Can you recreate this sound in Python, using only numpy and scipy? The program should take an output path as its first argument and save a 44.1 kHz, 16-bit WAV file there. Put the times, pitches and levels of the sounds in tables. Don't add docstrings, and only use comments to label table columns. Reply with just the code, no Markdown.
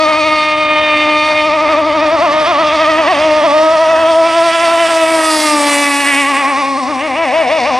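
import sys
import numpy as np
from scipy import signal
from scipy.fft import rfft, irfft, next_fast_len
from scipy.io import wavfile
from scipy.ndimage import uniform_filter1d, minimum_filter1d, map_coordinates

SR = 44100
rng = np.random.default_rng(int(sys.argv[2]) if len(sys.argv) > 2 else 0)


def bounce(signal):
    frames = np.transpose(np.atleast_2d(signal))
    limited = np.clip(frames, -1, 1)
    pcm = np.round(limited * 32767).astype(np.int16)
    wavfile.write(sys.argv[1], SR, pcm)


N = 343539

# t/s, f/Hz
CRUISE_RATE = [(0.0, 309), (0.98, 303.2), (1.56, 307), (2.36, 307.4), (2.83, 311.6), (3.52, 306.2),
               (3.64, 317.5), (4.5, 332.5), (4.79, 332), (5.14, 323.4), (5.7, 287.6), (6.01, 281.4),
               (6.86, 275.5), (7.19, 277.7), (7.79, 264.5)]
# first crest/s, last crest/s, period/s, first swing/Hz, last swing/Hz
ROCKING_SPELLS = [(0.023, 0.27, 0.0814, 4.3, 6.6), (1.468, 2.03, 0.0813, 9.7, 14.4),
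                  (2.665, 2.9, 0.0784, 10.2, 12.8), (3.734, 4.89, 0.0902, 6.7, 5.3),
                  (5.8977, 6.63, 0.0997, 0.4, 15.7)]
# take-off/s, time in the air/s, pull on the firing rate/Hz
HULL_LEAPS = [(2.11, 0.05, 32), (2.209, 0.051, 57.5), (2.463, 0.056, 55), (2.585, 0.036, 31.7),
              (2.971, 0.04, 19), (3.072, 0.053, 79), (3.193, 0.08, 7.97), (3.437, 0.026, 65),
              (6.775, 0.024, 55), (6.879, 0.041, 42), (7.009, 0.068, 42), (7.153, 0.099, 54),
              (7.326, 0.101, 55.6), (7.497, 0.087, 54), (7.656, 0.049, 50)]
# f/Hz, level/dB
PIPE_RESONANCES = [(240, -9.5), (290, -10), (340, -8.5), (500, -13.5), (580, -4.5), (655, 1), (760, -1.5),
                   (900, -9.5), (1100, -0.5), (1240, -6), (1350, -9.5), (1480, -18)]
# t/s, relative level/dB
ORDER_1 = [(0.0, -14.5), (0.89, -15), (1.06, -10), (1.32, -14.3), (2.06, -10.5), (2.23, -17), (3.57, -13),
           (3.89, -18.5), (4.24, -14.5), (4.65, -17), (5.69, -7), (6.16, -14), (6.9, -14), (7.55, -21),
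           (7.79, -17)]
ORDER_2 = [(0.0, -11.5), (0.36, -17.5), (2.15, -11.5), (2.59, -15), (3.21, -11.5), (3.32, -9),
           (4.24, -10.5), (4.56, -14.5), (5.15, -12.5), (5.29, -19.5), (5.76, -14), (5.88, -22.5),
           (7.08, -18.5), (7.4, -11), (7.79, -14.0)]
ORDER_3 = [(0.0, -13.4), (0.92, -14.4), (1.0, -20.5), (1.11, -13), (3.17, -14.5), (3.28, -11.5),
           (5.25, -15.0), (5.54, -11), (6.1, -18.5), (6.42, -17), (7.01, -20.5), (7.21, -14.6), (7.79, -14)]
ORDER_4 = [(0.0, -9.5), (2.33, -13.5), (2.89, -9), (3.15, -18), (3.71, -11.5), (4.09, -14), (4.68, -10),
           (5.09, -15.5), (5.29, -8), (5.4, -29.5), (5.48, -10), (5.74, -21.8), (5.88, -18.5),
           (6.14, -19.5), (6.36, -14.5), (7.37, -21.5), (7.79, -16)]
# t/s, share/0-1
ROUGHNESS = [(0, 0.18), (.5, 0.08), (1.35, 0.1), (1.6, 0.28), (3.3, 0.42), (4.6, 0.38), (5.4, 0.33),
             (5.8, 0.11), (6.5, 0.07), (6.75, 0.32), (7.1, 0.18), (7.79, 0.22)]
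# t/s, relative level/dB
RASP_LEVEL = [(0.0, -19), (0.45, -16.5), (0.8, -14.5), (0.95, -12.5), (1.35, -19), (1.6, -22), (2.25, -22),
              (2.85, -19), (3.1, -19), (3.25, -21.5), (4.1, -23), (4.55, -18.7), (5.55, -21), (6.1, -12),
              (6.4, -15.5), (6.78, -30), (7.25, -20), (7.79, -23)]
# t/s, edge/dB, sizzle/dB (both relative)
TOP_LEVELS = [(0.0, -26, -44.5), (0.42, -29, -44), (0.65, -34, -50), (1.15, -28.5, -44),
              (1.75, -33.1, -50.5), (2.6, -30.5, -46.5), (3.1, -29.5, -43.5), (3.9, -32.0, -42),
              (4.5, -28.9, -34), (5.2, -28.5, -28.2), (5.38, -22, -21.5), (5.56, -25, -25),
              (5.75, -24, -23), (6.15, -29.5, -26), (6.75, -33.8, -42.5), (7.15, -37, -43.5),
              (7.55, -33.5, -44.5), (7.79, -29.5, -46.5)]
# f/Hz, level/dB
FROM_AHEAD = [(1250, -59), (1520, -23), (1830, -8.5), (2130, -1.5), (2440, -0.5), (2750, -11), (3050, -9.5),
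              (3350, -16), (3660, -4), (3950, -16.5), (4550, -5), (4900, -16.5), (5800, -18), (7000, -29.5)]
FROM_ABEAM = [(1250, -41), (1550, -5.5), (1950, 1.5), (2300, -4), (2650, 0.5), (2950, -5.5), (3350, -2.5),
              (3950, -9), (4700, -6), (5600, -8.5), (7000, -20.5)]
FROM_ASTERN = [(1150, -60), (1400, -12), (1700, -1), (2000, 3.5), (2280, 4), (2550, -1), (2850, -2),
               (3150, -14), (3450, -9.5), (3900, -21.5), (5600, -22), (7000, -35)]
# f/Hz, level/dB
SIZZLE_COLOUR = [(5500, -19), (6900, -7.5), (8400, 2), (9600, -3), (10800, -12), (11800, -30.5),
                 (14000, -47)]
# f/Hz, level/dB
SPRAY_COLOUR = [(8000, -33), (10500, 2.5), (12000, -8.5), (15000, -21), (16500, -56)]
# t/s, share/0-1
SPRAY_SCREEN = [(5.7, .2), (6.1, 0.99), (6.6, 0.76), (7.0, .25)]
# f/Hz, time to fall 60 dB/s
BANK_DECAY = [(200, 1), (1000, 0.62), (3000, 1), (10000, 0.15)]
# f/Hz, level/dB
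WASH_COLOUR = [(100, -54), (250, -2), (420, -8), (650, 1), (1150, 2), (1450, -3), (1900, -1), (3000, -66)]
AIR_COLOUR = [(15, -19), (30, -6.5), (50, -3.5), (75, 3.5), (110, -0.5), (190, 0), (300, -42), (600, -32),
              (2000, -77)]
# t/s, wash level/dB, air level/dB
BACKGROUND_LEVELS = [(0, -27.5, -41), (1.3, -27, -41), (2, -25, -39), (3.3, -24.5, -38.5),
                     (4.5, -27.5, -45), (5.5, -24.5, -49), (6.3, -28.5, -51.5), (6.9, -32, -47),
                     (7.79, -29, -44.5)]
# t/s, left minus right/dB
BOAT_BEARING = [(0, 0.4), (1.2, -0.2), (2.5, -1), (3.5, -2), (4.7, -2), (5.5, -1), (6.5, 0.1), (7.79, 0.5)]
# f/Hz, left minus right/dB
CAPSULE_BALANCE = [(60, 4), (170, 7), (300, 4.5), (640, 3.5), (1150, -0.4), (2300, -1.5), (4500, 0),
                   (9000, 0), (13000, -4.5)]
# f/Hz, typical side minus mid/dB
PAIR_WIDTH = [(60, -13), (300, -20), (1200, -15), (4000, -15), (9000, -12), (13000, -5)]


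def amp(db):
    return np.exp(np.asarray(db) * np.log(10) / 20)


def unit(x):
    return x / np.sqrt(np.mean(x ** 2) + 1e-20)


def along(points, hz):
    f, v = np.transpose(points)
    return np.interp(np.log(hz + 1), np.log(f + 1), v)


def curves(rows):
    times, *columns = np.transpose(rows)
    return [np.interp(np.arange(N) / SR, times, column) for column in columns]


def wobble(rate):
    knots = int(N * rate / SR) + 4
    fine = np.arange(knots * 8) / 8
    smooth = map_coordinates(rng.standard_normal(knots + 1), [fine])
    return np.interp(np.arange(N) * rate / SR, fine, smooth)


def filtered(x, response):
    m = next_fast_len(N + SR // 2)
    return irfft(rfft(x, m) * response(np.fft.rfftfreq(m, 1 / SR)), m)[..., :N]


def coloured(x, spectrum):
    return unit(filtered(x, lambda hz: amp(along(spectrum, hz))))


def firing_rate(wander_hz=0.8, flutter=0.00314):
    wander = wander_hz * wobble(8)
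    chop = 4 * curves(ROUGHNESS)[0] * wobble(22)
    return (curves(CRUISE_RATE)[0] + hull_motion() + wander + chop) * (1 + flutter * wobble(45))


def hull_motion(spin_up_s=0.0136, bite_s=0.0108, sag_delay_s=0.041, sag_width_s=0.029):
    t = np.arange(N) / SR
    swing = np.zeros(N)
    for first, last, period, first_hz, last_hz in ROCKING_SPELLS:
        depth = np.interp(t, [first - period / 2, first, last, last + period / 2], [0, first_hz, last_hz, 0])
        swing += depth * np.cos(2 * np.pi * (t - first) / period)
    for start, length, race_hz in HULL_LEAPS:
        age = t - start
        airborne = (1 + np.tanh(age / spin_up_s)) * (1 - np.tanh((age - length) / bite_s)) / 4
        take_off_sag = 0.44 * np.exp(-(age / sag_width_s) ** 2)
        landing_sag = 0.36 * np.exp(-((age - length - sag_delay_s) / sag_width_s) ** 2)
        swing += race_hz * (airborne - take_off_sag - landing_sag)
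    return swing


def pipe_note(rate, crank, fading_db=0.48, shimmer_db=1.0, grit_db=0.61, lag_rad=0.571):
    note = np.zeros(N)
    for k, strength in enumerate((ORDER_1, ORDER_2, ORDER_3, ORDER_4), 1):
        level_db = curves(strength)[0] + along(PIPE_RESONANCES, k * rate)
        level_db += fading_db * wobble(11) + shimmer_db * wobble(35)
        phase = k * crank - lag_rad * k * k
        note += amp(level_db) * np.sqrt(2) * np.cos(phase)
    return note * amp(grit_db * wobble(260))


def exhaust(rate, crank, wake_hiss=0.25, flicker_db=1.5, sway_db=0.5):
    rough, = curves(ROUGHNESS)
    tone = buzz(crank, rough) * amp(1.4 * wobble(280))
    puffs = rng.standard_normal(N) * (1 + 0.83 * np.cos(crank))
    top_share = rough + wake_hiss

    def mix(share, puff_db, buzz_db=0):
        return amp(buzz_db) * np.sqrt(1 - share) * tone + amp(puff_db) * np.sqrt(share) * puffs

    rasp_db, = curves(RASP_LEVEL)
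    edge_db, sizzle_db = curves(TOP_LEVELS)
    rasp = band_from_shore(mix(rough, puff_db=1, buzz_db=snarl(rate)), low_hz=1150, high_hz=3700)
    rasp *= amp(rasp_db + 0.8 * wobble(30))
    edge = band_from_shore(mix(top_share, puff_db=2), low_hz=3660, high_hz=7180)
    edge *= amp(edge_db + flicker_db * wobble(55))
    sizzle = coloured(mix(top_share, puff_db=0.5), SIZZLE_COLOUR)
    sizzle *= amp(sizzle_db + flicker_db * wobble(40))
    spray = coloured(rng.standard_normal(N), SPRAY_COLOUR)
    spray *= amp(1.455 * sizzle_db + 1.5)
    return (rasp + edge + sizzle + spray) * amp(sway_db * wobble(11))


def buzz(crank, rough, drift_rad=0.43):
    total = np.zeros(N)
    fading_db = 5.5 * np.sqrt(rough)
    for k in range(5, 40):
        phase = k * crank + rng.uniform(0, 2 * np.pi) + drift_rad * wobble(9)
        total += amp(fading_db * wobble(12)) * np.cos(phase)
    return unit(total)


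def snarl(rate, lead_s=0.0053, bark_db_per_hz=0.055, bark_delay_s=0.016, bark_width_s=0.019):
    t = np.arange(N) / SR
    overspeed = rate / uniform_filter1d(rate, SR // 4) - 1
    racing = np.tanh(np.interp(t + lead_s, t, overspeed) / 0.032)
    bark = sum(bark_db_per_hz * race_hz / (1 + ((t - start - bark_delay_s) / bark_width_s) ** 2) ** 2
               for start, _, race_hz in HULL_LEAPS)
    choke = 7 * curves(SPRAY_SCREEN)[0] * np.minimum(racing, 0) ** 2
    return 0.93 * racing + bark - choke


def band_from_shore(x, low_hz, high_hz):
    heading = np.interp(np.arange(N) / SR, [1.35, 1.6, 5.3, 5.75], [0.072, 0.47, 1.3, 2])
    band = filtered(x, lambda hz: 1 / (1 + (low_hz / (hz + 1)) ** 20) / (1 + (hz / high_hz) ** 20))
    views = [(0, FROM_AHEAD), (1, FROM_ABEAM), (2, FROM_ASTERN)]
    return sum(np.clip(1 - abs(heading - side), 0, 1) * coloured(band, view) for side, view in views)


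def drive_whine(crank, pass_s=5.35, fade_db_per_s=63, wander_rad=0.46):
    distance_db = -fade_db_per_s * abs(np.arange(N) / SR - pass_s)
    partials = [(15.5, -24), (35, -31)]
    return sum(amp(db + distance_db) * np.sqrt(2) * np.cos(k * crank + wander_rad * wobble(200))
               for k, db in partials)


def bank_echo(x, delay_s=0.05):
    hz, t, spectrum = signal.stft(rng.standard_normal(SR), SR, nperseg=256)
    decay = amp(-60 * t / along(BANK_DECAY, hz)[:, None])
    _, tail = signal.istft(spectrum * decay, SR, nperseg=256)
    delayed = np.pad(x, (int(delay_s * SR), 0))
    return signal.fftconvolve(delayed, tail / np.linalg.norm(tail))[:N]


def shore_echo(x, delay_s=0.19, dull_hz=3000):
    strength, = curves([(6.3, 0.2), (7.2, 0.79)])
    return strength * filtered(x, lambda hz: np.exp(-2j * np.pi * hz * delay_s) / (1 + (hz / dull_hz) ** 4))


def water_and_air():
    wash_db, air_db = curves(BACKGROUND_LEVELS)
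    wash = amp(wash_db + 2.1 * wobble(10)) * coloured(rng.standard_normal(N), WASH_COLOUR)
    air = amp(air_db + 0.66 * wobble(5.4)) * coloured(rng.standard_normal(N), AIR_COLOUR)
    return wash + air


def microphones(x):
    side = filtered(x, lambda hz: 1j * amp(along(PAIR_WIDTH, hz))) * wobble(2.8)
    pair = np.array([x + side, x - side]) * amp(np.outer([0.5, -0.5], curves(BOAT_BEARING)[0]))
    return filtered(pair, lambda hz: amp(np.outer([0.5, -0.5], along(CAPSULE_BALANCE, hz))))


def scene():
    rate = firing_rate()
    ignition_scatter = 0.011 * wobble(240)
    crank = 2 * np.pi * np.cumsum(rate) / SR + ignition_scatter
    boat = amp(0.14) * pipe_note(rate, crank) + amp(-0.5) * exhaust(rate, crank) + drive_whine(crank)
    echoes = amp(-14) * bank_echo(boat) + amp(-16) * shore_echo(boat)
    return microphones(boat + echoes + water_and_air())


def record(dry):
    ceiling, top_hz = 0.94, 15650
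    needed = np.minimum(1, ceiling / (abs(dry).max(axis=0) + 1e-9))
    gain = uniform_filter1d(minimum_filter1d(needed, size=300), size=150)
    return filtered(dry * gain, lambda hz: hz < top_hz)


dry = scene()
out = record(dry)
bounce(out)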